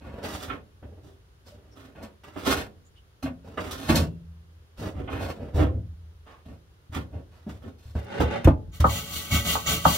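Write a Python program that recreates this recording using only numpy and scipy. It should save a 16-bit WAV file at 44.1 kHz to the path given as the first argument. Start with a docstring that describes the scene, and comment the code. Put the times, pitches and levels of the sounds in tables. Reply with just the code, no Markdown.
"""In a small workshop someone rummages for a brush. Drawers slide with stick-slip friction and bump shut,
things knock, wood squeaks, a steel tool rings on after a slam, and a shoe scuffs the floor.
At about 8 s a cast-iron frame is dragged round and set down, exciting the wooden bench's low modes.
Then a wire brush scrubs it in quick strokes: the slipping tips hiss and drive the iron's resonances,
one mode briefly squeals, and the brush block clacks against the frame."""
import sys
import numpy as np
from scipy import signal
from scipy.fft import rfft, irfft, next_fast_len
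from scipy.io import wavfile

SR = 44100
rng = np.random.default_rng(int(sys.argv[2]) if len(sys.argv) > 2 else 0)


def persist_wave(psi):
    """Save psi, clipped to +-1, as 16-bit WAV."""
    counts = np.round(np.clip(psi, -1, 1) * 32767).astype(np.int16)
    wavfile.write(sys.argv[1], SR, np.atleast_2d(counts).T)


N = 439677
TIME = np.arange(N) / SR


def from_db(db):
    """Amplitude ratio: tenfold for every 20 dB."""
    return 10 ** (np.asarray(db) / 20)


def rms_one(x):
    """Normalisation to unit power."""
    return x / np.sqrt(np.mean(x ** 2) + 1e-20)


def at_hz(points, hz):
    """Interpolation on a logarithmic frequency axis."""
    f, value = np.transpose(points)
    return np.interp(np.log(np.maximum(hz, 1)), np.log(f), value)


def band(x, low_hz, high_hz):
    """Causal band-pass filtering."""
    sos = signal.butter(2, [low_hz, min(high_hz, .45 * SR)], "band", fs=SR, output="sos")
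    return signal.sosfilt(sos, x)


def colour(x, spectrum):
    """Spectral shaping: each frequency receives its own gain."""
    size = next_fast_len(N)
    gain = from_db(at_hz(spectrum, np.fft.rfftfreq(size, 1 / SR)))
    return irfft(rfft(x, size) * gain, size)[..., :N]


def split(x, crossovers_hz):
    """Crossover filtering into overlapping registers, each of unit power."""
    size = next_fast_len(N)
    rest, hz, parts = rfft(x, size), np.fft.rfftfreq(size, 1 / SR), []
    for edge in crossovers_hz:
        parts.append(rest / (1 + (hz / edge) ** 8))
        rest = rest - parts[-1]
    return np.array([rms_one(irfft(part, size)[:N]) for part in parts + [rest]])


def resonate(x, hz, width_hz):
    """Forced vibration of one damped mode; white noise keeps its power."""
    r = np.exp(-np.pi * width_hz / SR)
    zeros = np.sqrt((1 - r * r) / 2) * np.array([1, 0, -1])
    poles = [1, -2 * r * np.cos(2 * np.pi * hz / SR), r * r]
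    return signal.lfilter(zeros, poles, x + 1e-18)


def damped_sine(t, hz, db, t60):
    """Free vibration of one mode, falling 60 dB in t60 seconds."""
    return from_db(db - 60 * t / t60) * np.sin(2 * np.pi * hz * t)


def grains(per_s, spread_db):
    """Friction as shot noise: tiny slips of uneven size at random moments."""
    sizes = from_db(spread_db * np.minimum(rng.exponential(1, N), 4)) * rng.choice([-1, 1], N)
    return rms_one(sizes * (rng.random(N) < per_s / SR))


def flutter(per_s, depth_db):
    """Random amplitude modulation from uneven pressure."""
    steps = rng.standard_normal(N // 20)
    return from_db(depth_db * np.interp(TIME * per_s, np.arange(len(steps)), steps))


def push(start_s, length_s, rise_s, stop_s):
    """Envelope of one movement: smooth rise, steady speed, exponential decay."""
    t = TIME - start_s
    rise = np.sin(np.pi / 2 * np.clip(t / rise_s, 0, 1)) ** 2
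    return rise * np.exp(-np.clip((t - length_s) / stop_s, 0, 20))


# Width of the room's sound. Each row: frequency in Hz, side level relative to mid in dB.
FIELD_WIDTH = [(60, -30.5), (130, -6), (300, -7), (700, -1.5), (1400, 2.5), (2500, 1.5), (12000, 2)]
def stereo_noise():
    """A diffuse field is coherent at the two ears in the bass and much less so in the treble."""
    mid, side = rng.standard_normal((2, N))
    return mid + colour(side, FIELD_WIDTH) * [[1], [-1]]


# The workshop's decay. Each row: frequency in Hz, reverberation time in seconds.
ROOM_T60 = [(60, 1.73), (160, 0.43), (420, 0.44), (1100, 0.19), (2900, 0.092), (7700, 0.054)]
def room(x, wet_db, early_db=-2.5, early_t60=0.0785):
    """Reverberation: direct sound, dense early reflections and a tail absorbed sooner in the treble."""
    t, echo = TIME[:SR], 0
    spectrum = rfft(stereo_noise()[:, :SR])
    hz = np.clip(np.fft.rfftfreq(SR, 1 / SR), 60, 15360)
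    early = from_db(early_db) * rms_one(from_db(-60 * t / early_t60))
    for centre in 60 * 2.0 ** np.arange(9):
        octave = np.clip(1 - abs(np.log2(hz / centre)), 0, 1)
        tail = rms_one(from_db(-60 * t / at_hz(ROOM_T60, centre)))
        fade = rms_one(tail + early) / np.sqrt(SR)
        echo = echo + irfft(spectrum * octave, SR) * fade
    wet = from_db(wet_db)
    reflected = signal.fftconvolve(np.atleast_2d(x), echo, axes=1)[:, :N]
    return (x + wet * reflected) / np.sqrt(1 + wet ** 2)


def roam(x, wet_db, dwell_s=.13, places=5):
    """A moving source meets a different room response at each place it passes."""
    shares = [np.clip(1 - abs((TIME / dwell_s - k) % places - 1), 0, 1) for k in range(places)]
    return sum(room(x * np.sqrt(share), wet_db) for share in shares)


# Spectrum of the still room. Each row: frequency in Hz, relative level in dB.
AIR_SPECTRUM = [(15, -40), (25, -26), (59, 3.5), (87, 2.5), (223, -19.5), (403, -16), (673, -25.5),
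                (1430, -27), (2390, -33.5), (3050, -31), (7240, -40.5), (7850, -48.5), (8980, -39.5),
                (15800, -45.5)]
def air(level_db=-56.5):
    """Ambient noise: a steady diffuse field, strongest in the bass."""
    return from_db(level_db) * rms_one(colour(stereo_noise(), AIR_SPECTRUM))


# Spectrum of rubbing wood. Each row: frequency in Hz, relative level in dB.
WOOD_SPECTRUM = [(35, -14), (62, -3), (86, 3), (130, -8.5), (170, -7), (310, -10.5), (550, -12.5),
                 (850, -18.5), (1100, -19), (1500, -21.5), (2200, -26), (3100, -28.5), (4500, -39),
                 (8000, -46.5), (15800, -51)]
# Pushes of drawers and their contents. Each row: start and length in seconds, rumble, rub and hiss in dB.
SLIDES = [(0.0, 0.27, -44, -54, -71), (0.218, .23, -43.5, -45, -49), (0.468, 0.066, -38.5, -42.5, -63.5),
          (0.809, 0.17, -48.5, -73.5, -93), (1.02, 0.097, -46, -68, -70), (1.44, 0.066, -59, -62, -62),
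          (1.52, 0.5, -55.5, -72.5, -85), (1.747, 0.1, -48.5, -54.5, -63), (1.941, 0.12, -44.5, -53, -69.5),
          (2.236, 0.14, -53, -57, -68), (2.351, 0.22, -41, -45.5, -54), (2.441, 0.097, -33, -28.5, -33.5),
          (2.538, 0.054, -34.5, -34.5, -43.5), (3.426, 0.23, -49, -61.5, -70.5),
          (3.574, 0.14, -38.5, -43.5, -53), (3.707, 0.17, -42.5, -45, -49.5), (3.87, 0.12, -26, -33.5, -38),
          (4.761, .05, -52, -52, -55), (4.8, 0.072, -32.5, -45, -54), (4.924, .13, -34, -53.5, -71.5),
          (5.084, .11, -33, -43, -60), (5.186, .12, -36, -42.5, -51.5), (5.366, 0.2, -38.5, -57.5, -72.5),
          (5.532, 0.072, -24.5, -47, -52), (5.566, 0.072, -19, -37, -58), (5.65, 0.11, -35, -71, -92),
          (6.44, 0.076, -42, -61.5, -70), (6.911, 0.085, -44.5, -47, -57.5),
          (7.107, 0.073, -34.5, -60, -76), (7.301, 0.13, -70, -65, -73.5), (7.463, 0.11, -53, -64, -70),
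          (7.603, .08, -43.5, -57.5, -68.5), (7.769, .27, -70, -69.5, -67.5)]
def drawers(rumble_db=-1.0, groan_db=0.5, rub_db=-2.5, hiss_db=0.0):
    """Sliding friction in four registers: runners rumble, the box groans, wood rubs and grit hisses."""
    power = np.zeros((4, N))
    for s, length, rumble, rub, hiss in SLIDES:
        groan = rumble + 0.36 * (rub - rumble)
        motion = push(s, length, rise_s=.03, stop_s=.029)
        power += np.outer(from_db([rumble, groan, rub, hiss]) ** 2, motion ** 2)
    pressure = np.sqrt(power) * from_db([[rumble_db], [groan_db], [rub_db], [hiss_db]])
    slips = colour(grains(per_s=2500, spread_db=3.0), WOOD_SPECTRUM) * flutter(per_s=70, depth_db=2.5)
    low, *upper = pressure * split(slips, crossovers_hz=[180, 750, 3600])
    return band(low, 48, 370), sum(upper)


# Knocks of handling. Each row: time in seconds, then body, rap and tick levels in dB.
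KNOCKS = [(.243, -33.5, -34.5, -44), (.499, -34, -31, -59), (.825, -44, -53.5, -73), (2.025, -40, -56, -49),
          (2.235, -50.5, -48, -55), (2.359, -30, -42, -65), (2.464, -18, -29.5, -49),
          (3.225, -34.5, -40.5, -43.5), (3.256, -32, -40, -58), (3.573, -28.5, -31.5, -53),
          (3.708, -47, -41, -36.5), (3.89, -24, -23.5, -33.5), (3.952, -30, -48, -23.5),
          (5.075, -33, -37, -74), (6.944, -47, -35, -43), (6.964, -31.5, -43, -55), (7.465, -36, -56, -63),
          (7.491, -49, -47.5, -53.5), (7.637, -35, -53, -65), (7.951, -33.5, -46.5, -55),
          (8.201, -16.5, -29.5, -38.5), (8.442, -28, -31.5, -48), (8.472, -22, -40, -53),
          (8.799, -34, -37, -41)]
def knocks(rise_s=.002, rattle_t60=0.14, soft_db=-56.0):
    """An impact breaks into a decaying rattle of contacts, heard in three registers."""
    force = np.zeros((3, N))
    for s, *levels_db in KNOCKS:
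        start = round(s * SR)
        t = TIME[:N - start][:SR // 2]
        rattle = from_db(-60 * t / rattle_t60) * (1 - np.exp(-t / rise_s))
        strength = from_db(levels_db)
        strength = strength ** 2 / np.hypot(strength, from_db(soft_db))   # gentle touches stay dull
        force[:, start:start + len(t)] += np.outer(strength, rattle)
    contacts = band(colour(grains(per_s=6000, spread_db=3.0), WOOD_SPECTRUM), 206, 21000)
    return np.sum(force * split(contacts, crossovers_hz=[750, 3600]), axis=0)


# Low modes of heavy woodwork. Each row: frequency in Hz, relative level in dB, decay as a multiple of t60.
LOW_MODES = [(56.5, -9, 1), (76.03, 2, 0.99), (86.9, -5, 0.96), (109.5, -5, 1.2), (150.5, -3, 0.81),
             (167.4, -2, 0.77), (227, -5.5, 0.79), (266, -10, 0.8), (309, -12, .8)]
def thuds(blows, boom_gain_db, bump_gain_db, t60, rise_s=0.0071, split_hz=125):
    """Modal superposition: each blow excites a boom below split_hz and a bump above it."""
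    out = np.zeros(N)
    for s, boom_db, bump_db in blows:
        start = round(s * SR)
        t = TIME[:N - start][:SR]
        onset = 1 - np.exp(-t / rise_s)
        for hz, db, ring in LOW_MODES:
            # the place of the blow shifts the modes a little and flips the upper ones
            mode = damped_sine(t, hz * (1 + rng.normal(0, 0.017)), db, t60 * ring)
            bump = rng.choice([-1, 1]) * from_db(bump_gain_db + bump_db)
            height = from_db(boom_gain_db + boom_db) if hz < split_hz else bump
            out[start:start + len(t)] += height * mode * onset
    return out


# Dull blows of drawers and feet. Each row: time in seconds, boom and bump levels in dB.
BUMPS = [(.824, -40.5, -50), (3.232, -33.5, -31), (3.891, -20.5, -12.5), (3.941, -23, -26),
         (3.994, -22, -22.5), (4.787, -35, -33.5), (4.957, -31, -40), (5.545, -19, -32), (5.62, -18, -27),
         (5.745, -23.5, -32.5), (6.462, -41, -40.5), (6.894, -36, -47.5), (6.957, -28.5, -29),
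         (7.132, -34.5, -48), (7.465, -44, -34), (7.519, -37, -53), (7.644, -42.5, -46),
         (7.855, -35.5, -57)]
def bumps():
    """Resonance: after the dull thuds of drawers and footsteps, two low room tones drone on."""
    blows = thuds(BUMPS, boom_gain_db=0.5, bump_gain_db=2.0, t60=0.37)
    drone = from_db(-38) * resonate(blows, hz=81.35, width_hz=0.85)
    overtone = from_db(-41) * resonate(blows, hz=168.1, width_hz=2.4)
    return room(blows, wet_db=-8.5) + drone + overtone


# Faint squeaks of wood. Each row: time of the peak in seconds, frequency in Hz, level in dB.
SQUEAKS = [(1.48, 5100, -61), (1.73, 5470, -65), (2.867, 6950, -64.5), (2.975, 2988, -61)]
def squeaks(half_length_s=0.017, width_hz=160):
    """Stick-slip friction briefly excites a narrow resonance."""
    out = np.zeros(N)
    for s, hz, db in SQUEAKS:
        swell = from_db(db) * np.exp(-((TIME - s) / half_length_s) ** 2)
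        out += swell * resonate(rng.standard_normal(N), hz, width_hz)
    return room(out, wet_db=-1.0)


# Hollow boxes set down. Each row: time in seconds, frequency in Hz, level in dB.
BOX_NOTES = [(1.52, 592, -44), (3.238, 268.6, -20.5), (3.305, 250.4, -29), (3.893, 330, -16),
             (7.464, 207, -28), (7.645, 223, -35.5)]
def boxes(rise_s=.004, t60=0.18):
    """A struck hollow wooden body vibrates briefly at its natural frequency."""
    out, t = np.zeros(N), TIME[:SR]
    for s, hz, db in BOX_NOTES:
        start = round(s * SR)
        out[start:start + SR] += damped_sine(t, hz, db, t60) * (1 - np.exp(-t / rise_s))
    return room(out, wet_db=-12)


# Modes of a steel tool. Each row: frequency in Hz, level in dB, 60 dB decay time in seconds.
TOOL_MODES = [(2716, -44, 0.39), (3385, -53, 0.48)]
def tool(slam_s=3.944):
    """Lightly damped steel stays in free vibration after its drawer slams."""
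    t = np.maximum(TIME - slam_s, 0)
    return room(sum(damped_sine(t, hz, db, t60) for hz, db, t60 in TOOL_MODES), wet_db=-1.0)


def scuff(level_db=-58.5, grit_db=4.0):
    """Friction of a sole on the floor excites one broad resonance amid soft grit."""
    slips = grains(per_s=3800, spread_db=2.5)
    sole = resonate(slips, hz=1100, width_hz=250)
    grit = from_db(grit_db) * rms_one(band(colour(slips, WOOD_SPECTRUM), 380, 5100))
    motion = push(start_s=6.25, length_s=0.068, rise_s=0.029, stop_s=0.053)
    return room(from_db(level_db) * motion * (sole + grit), wet_db=-2)


# The frame landing and rocking. Each row: time in seconds, boom and bump levels in dB.
THUMPS = [(7.952, -23, -31), (8.195, -23, -23.5), (8.239, -22.5, -33), (8.452, -7.5, -17.5),
          (8.474, -8, -10.5), (8.8, -14.5, -28.5), (8.842, -34, -18), (8.871, -21, -31), (9.318, -23, -19),
          (9.34, -26, -24), (9.855, -25, -19), (9.871, -25, -25)]
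def thumps():
    """Impacts of the heavy frame transfer momentum to the bench's low modes."""
    blows = thuds(THUMPS, boom_gain_db=4.5, bump_gain_db=3.0, t60=0.196)
    return room(band(blows, 41, 1900), wet_db=-12)


# Modes of the cast-iron frame. Each row: frequency in Hz, relative level in dB.
IRON_MODES = [(441.4, -53.5), (559.9, -51), (705, -53.5), (1147, -45.5), (1281, -54.5), (1523, -49),
              (1954, -52.5), (1997, -53.5), (2202, -48), (2422, -58), (2455, -60), (2794, -45),
              (3144, -44.5), (3338, -55), (3607, -48), (3720, -59), (4161, -58.5), (4404, -62), (5523, -75),
              (5814, -50.5), (6315, -64), (6783, -51), (6928, -68), (7084, -56), (7321, -65), (7364, -72)]
def iron(force, width_hz=12, damping=0.0088):
    """Damping widens the higher modes; each reaches the two ears with its own level and delay."""
    out = np.zeros((2, N))
    for k, (hz, db) in enumerate(IRON_MODES):
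        lean_db = rng.normal(0, 1.8)
        lag = round(rng.uniform(-0.76, 1) * 9)
        mode = (-1) ** k * from_db(db) * resonate(force, hz, width_hz + damping * hz)
        out += [mode * from_db(lean_db), np.roll(mode, lag) * from_db(-lean_db)]
    return out / np.linalg.norm(from_db(np.array(IRON_MODES)[:, 1]))


# Spectrum of iron scraping wood. Each row: frequency in Hz, relative level in dB.
SCRAPE_SPECTRUM = [(59, -37.5), (100, -5), (241, 0), (279, -12.5), (443, -5), (502, -11.5), (558, 3.5),
                   (633, -14), (797, -9), (1260, -26), (1350, -17), (4260, -32), (15000, -58.5)]
# Course of the drag. Each row: time in seconds, scrape level in dB.
DRAG_LEVELS = [(7.97, -45), (8.05, -50.5), (8.12, -36.5), (8.21, -31), (8.285, -34.5), (8.335, -28.5),
               (8.385, -36), (8.405, -44), (8.44, -44)]
def drag(scrape_db=1.0, ring_db=-6.0, fade_s=.015):
    """Stick-slip friction under the iron feet drives both the bench top and the frame."""
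    s, db = np.transpose(DRAG_LEVELS)
    gate = np.interp(TIME, [s[0] - fade_s, s[0], s[-1], s[-1] + fade_s], [0, 1, 1, 0])
    strength = gate * from_db(np.interp(TIME, s, db))
    force = strength * grains(per_s=1200, spread_db=1.0)
    wood = strength * rms_one(colour(grains(per_s=1200, spread_db=4.0), SCRAPE_SPECTRUM))
    ring = band(iron(force), 500, 2300)
    return room(from_db(scrape_db) * wood + from_db(ring_db) * ring, wet_db=0.5)


# Iron touching iron close by. Each row: time in seconds, level in dB.
CLICKS = [(7.99, -49), (8.043, -53), (8.444, -30.5), (8.475, -39), (8.802, -29.5)]
def clicks(rise_s=0.0012, t60=0.048):
    """A brief, stiff contact has a broad spectrum: a bright tick with a trace of the frame's ring."""
    force = np.zeros(N)
    for s, db in CLICKS:
        t = np.maximum(TIME - s, 0)
        force += from_db(db - 60 * np.minimum(t / t60, 3)) * (1 - np.exp(-t / rise_s))
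    tick = force * rng.standard_normal((2, N))
    return room(band(tick, 1500, 17000) + iron(tick[0]), wet_db=-10)


# Modes of the brush block. Each row: frequency in Hz, relative level in dB, unscaled t60 in seconds.
BLOCK_MODES = [(764, -2.5, 0.086), (850, 1.5, 0.17), (1050, -10, 0.22), (1138, 2, 0.17), (1272, -1, 0.077),
               (1508, -12.5, 0.16)]
# Bench or block striking the iron. Each row: time in seconds, lower and upper ring levels in dB.
CLACKS = [(8.203, -22.5, -27), (8.473, -19, -41), (8.842, -13.5, -16), (9.552, -25, -23), (9.851, -13, -14)]
def clacks(tone_db=-1.5, decay_scale=0.67, crack_db=2.0, crack_t60=0.063, split_hz=980):
    """An impact gives a dry crack and a hollow ring; softer contact excites the upper modes less."""
    out, t = np.zeros(N), TIME[:SR // 2]
    for s, lower_db, upper_db in CLACKS:
        tone = 0
        for k, (hz, db, t60) in enumerate(BLOCK_MODES):
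            strike_db = lower_db if hz < split_hz else upper_db
            tone += (-1) ** k * damped_sine(t, hz, db + strike_db, decay_scale * t60)
        noise = rms_one(band(band(rng.standard_normal(len(t)), 440, 1420), 360, 1360))
        crack = noise * from_db(lower_db - 60 * t / crack_t60)
        start = round(s * SR)
        out[start:start + len(t)] += (from_db(tone_db) * tone + from_db(crack_db) * crack)[:N - start]
    return room(band(out, 199, 1870), wet_db=-0.5)


# Modes of the bench top. Each row: frequency in Hz, relative level in dB, 60 dB decay time in seconds.
CLUNK_MODES = [(249, -4.5, 0.077), (321.5, -1, 0.11), (535, -1.5, 0.065), (641, -16, 0.08), (666, -7, 0.1)]
def clunk(landing_s=8.473, level_db=-8.0):
    """The frame's full weight lands and excites heavily damped modes of the bench top."""
    t = np.maximum(TIME - landing_s, 0)
    tone = sum((-1) ** k * damped_sine(t, hz, db + level_db, t60)
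               for k, (hz, db, t60) in enumerate(CLUNK_MODES))
    return room(tone, wet_db=-20.0)


# A light touch, then strokes to and fro. Each row: start and length in seconds, hiss and bite in dB.
STROKES = [(8.712, 0.048, -54, -55), (8.875, 0.11, -40, -40), (9.099, 0.096, -39, -48),
           (9.293, 0.078, -32.5, -31.5), (9.437, 0.1, -32.5, -34.5), (9.649, 0.089, -31.5, -30),
           (9.832, 0.12, -32.5, -35)]
def scrubbing(rise_s=0.044, bite_rise_s=0.022, stop_s=0.034, pressed_s=8.83):
    """Friction follows each stroke; the wires bite into the iron before they reach full speed."""
    hiss = sum(from_db(db) * push(s, length, rise_s, stop_s) for s, length, db, _ in STROKES)
    bite = sum(from_db(db) * push(s, length, bite_rise_s, stop_s) for s, length, _, db in STROKES)
    pressed = np.clip((TIME - pressed_s) / rise_s, 0, 1)
    rustle = pressed * from_db([[-46], [-47.5]])   # the wires stay on the iron between strokes
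    return np.hypot([hiss, bite], rustle)


def bounce(x, delay_ms=2.7, swing_ms=0.11, echo_db=-8.5):
    """Comb filtering: a reflection off the bench top, whose path changes with each stroke."""
    starts = np.array(STROKES)[:, 0]
    position = np.interp(TIME, starts, (-1) ** np.arange(len(starts)))
    lag_s = (delay_ms + swing_ms * position) / 1000
    return x + from_db(echo_db) * np.array([np.interp(TIME - lag_s, TIME, side) for side in x])


# Spectrum of the wires' hiss. Each row: frequency in Hz, relative level in dB.
BRISTLE_SPECTRUM = [(300, 4.5), (600, -24), (950, -9), (1250, 3.5), (1800, -9), (2500, -1), (3200, 4.5),
                    (4600, 1), (7000, -1.5), (8000, -3.5), (11000, -3.5), (14000, 0), (16000, 0)]
def bristles(strength):
    """Thousands of independent flicks add incoherently to a hiss, a little to the left."""
    tips = np.array([grains(per_s=8000, spread_db=2.5) for side in range(2)])
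    return bounce(strength * rms_one(colour(tips, BRISTLE_SPECTRUM)) * from_db([[.7], [-.7]]))


# Narrow dips that give the brushing a hollow colour. Each row: frequency in Hz, bandwidth in Hz.
NOTCHES = [(945, 140), (1405, 86), (2375, 38), (2565, 55), (5260, 290)]
def brush(hiss_db=4.0, ring_db=3.5, block_db=-14.0, judder_db=-3.0):
    """Wire tips catch on rust and flick free, hissing and forcing iron, block and bench to vibrate."""
    hiss, bite = scrubbing() * flutter(per_s=220, depth_db=1.0)
    wires = bristles(from_db(hiss_db) * hiss)
    force = bite * grains(per_s=3000, spread_db=3.0)
    ring = from_db(ring_db) * band(iron(force), 250, 9500)
    block = sum(from_db(db) * resonate(force, hz, width_hz=42) for hz, db, _ in BLOCK_MODES)
    judder = sum(from_db(db) * resonate(force, hz, width_hz=9.9) for hz, db, _ in LOW_MODES)
    bodies = ring + from_db(block_db) * block + from_db(judder_db) * band(judder, 73, 234)
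    out = room(wires, wet_db=-2.5) + room(bodies, wet_db=-10.5)
    for hz, width_hz in NOTCHES:
        out = signal.lfilter(*signal.iirnotch(hz, hz / width_hz, fs=SR), out + 1e-18)
    return out


def squeal(hz=2215, level_db=-33):
    """Self-excited vibration: in one stroke the wires stick and slip in step with a mode of the iron."""
    tone = rms_one(np.sin(2 * np.pi * hz * TIME)) * flutter(per_s=120, depth_db=2.0)
    envelope = push(start_s=9.31, length_s=.07, rise_s=.008, stop_s=.012)
    return room(from_db(level_db) * envelope * tone, wet_db=-12)


def scene():
    """Superposition: still air all round, rummaging a little to the right, then bench work in front."""
    ambience = air()
    rumble, rubbing = drawers()
    handling = room(rumble, wet_db=-10) + roam(rubbing + knocks(), wet_db=3.5)
    handling += boxes() + squeaks() + tool() + scuff()
    frame = thumps() + clunk() + clicks() + drag()
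    return ambience + handling * from_db([[-.6], [.6]]) + bumps() + frame + brush() + squeal() + clacks()


def record(dry, ceiling=1.2, cutoff_hz=15750):
    """Soft saturation rounds the peaks; a steep low-pass filter removes the highest treble."""
    low_pass = signal.ellip(14, .1, 90, cutoff_hz, fs=SR, output="sos")
    return signal.sosfilt(low_pass, ceiling * np.tanh(dry / ceiling))


dry = scene()
out = record(dry)
persist_wave(out)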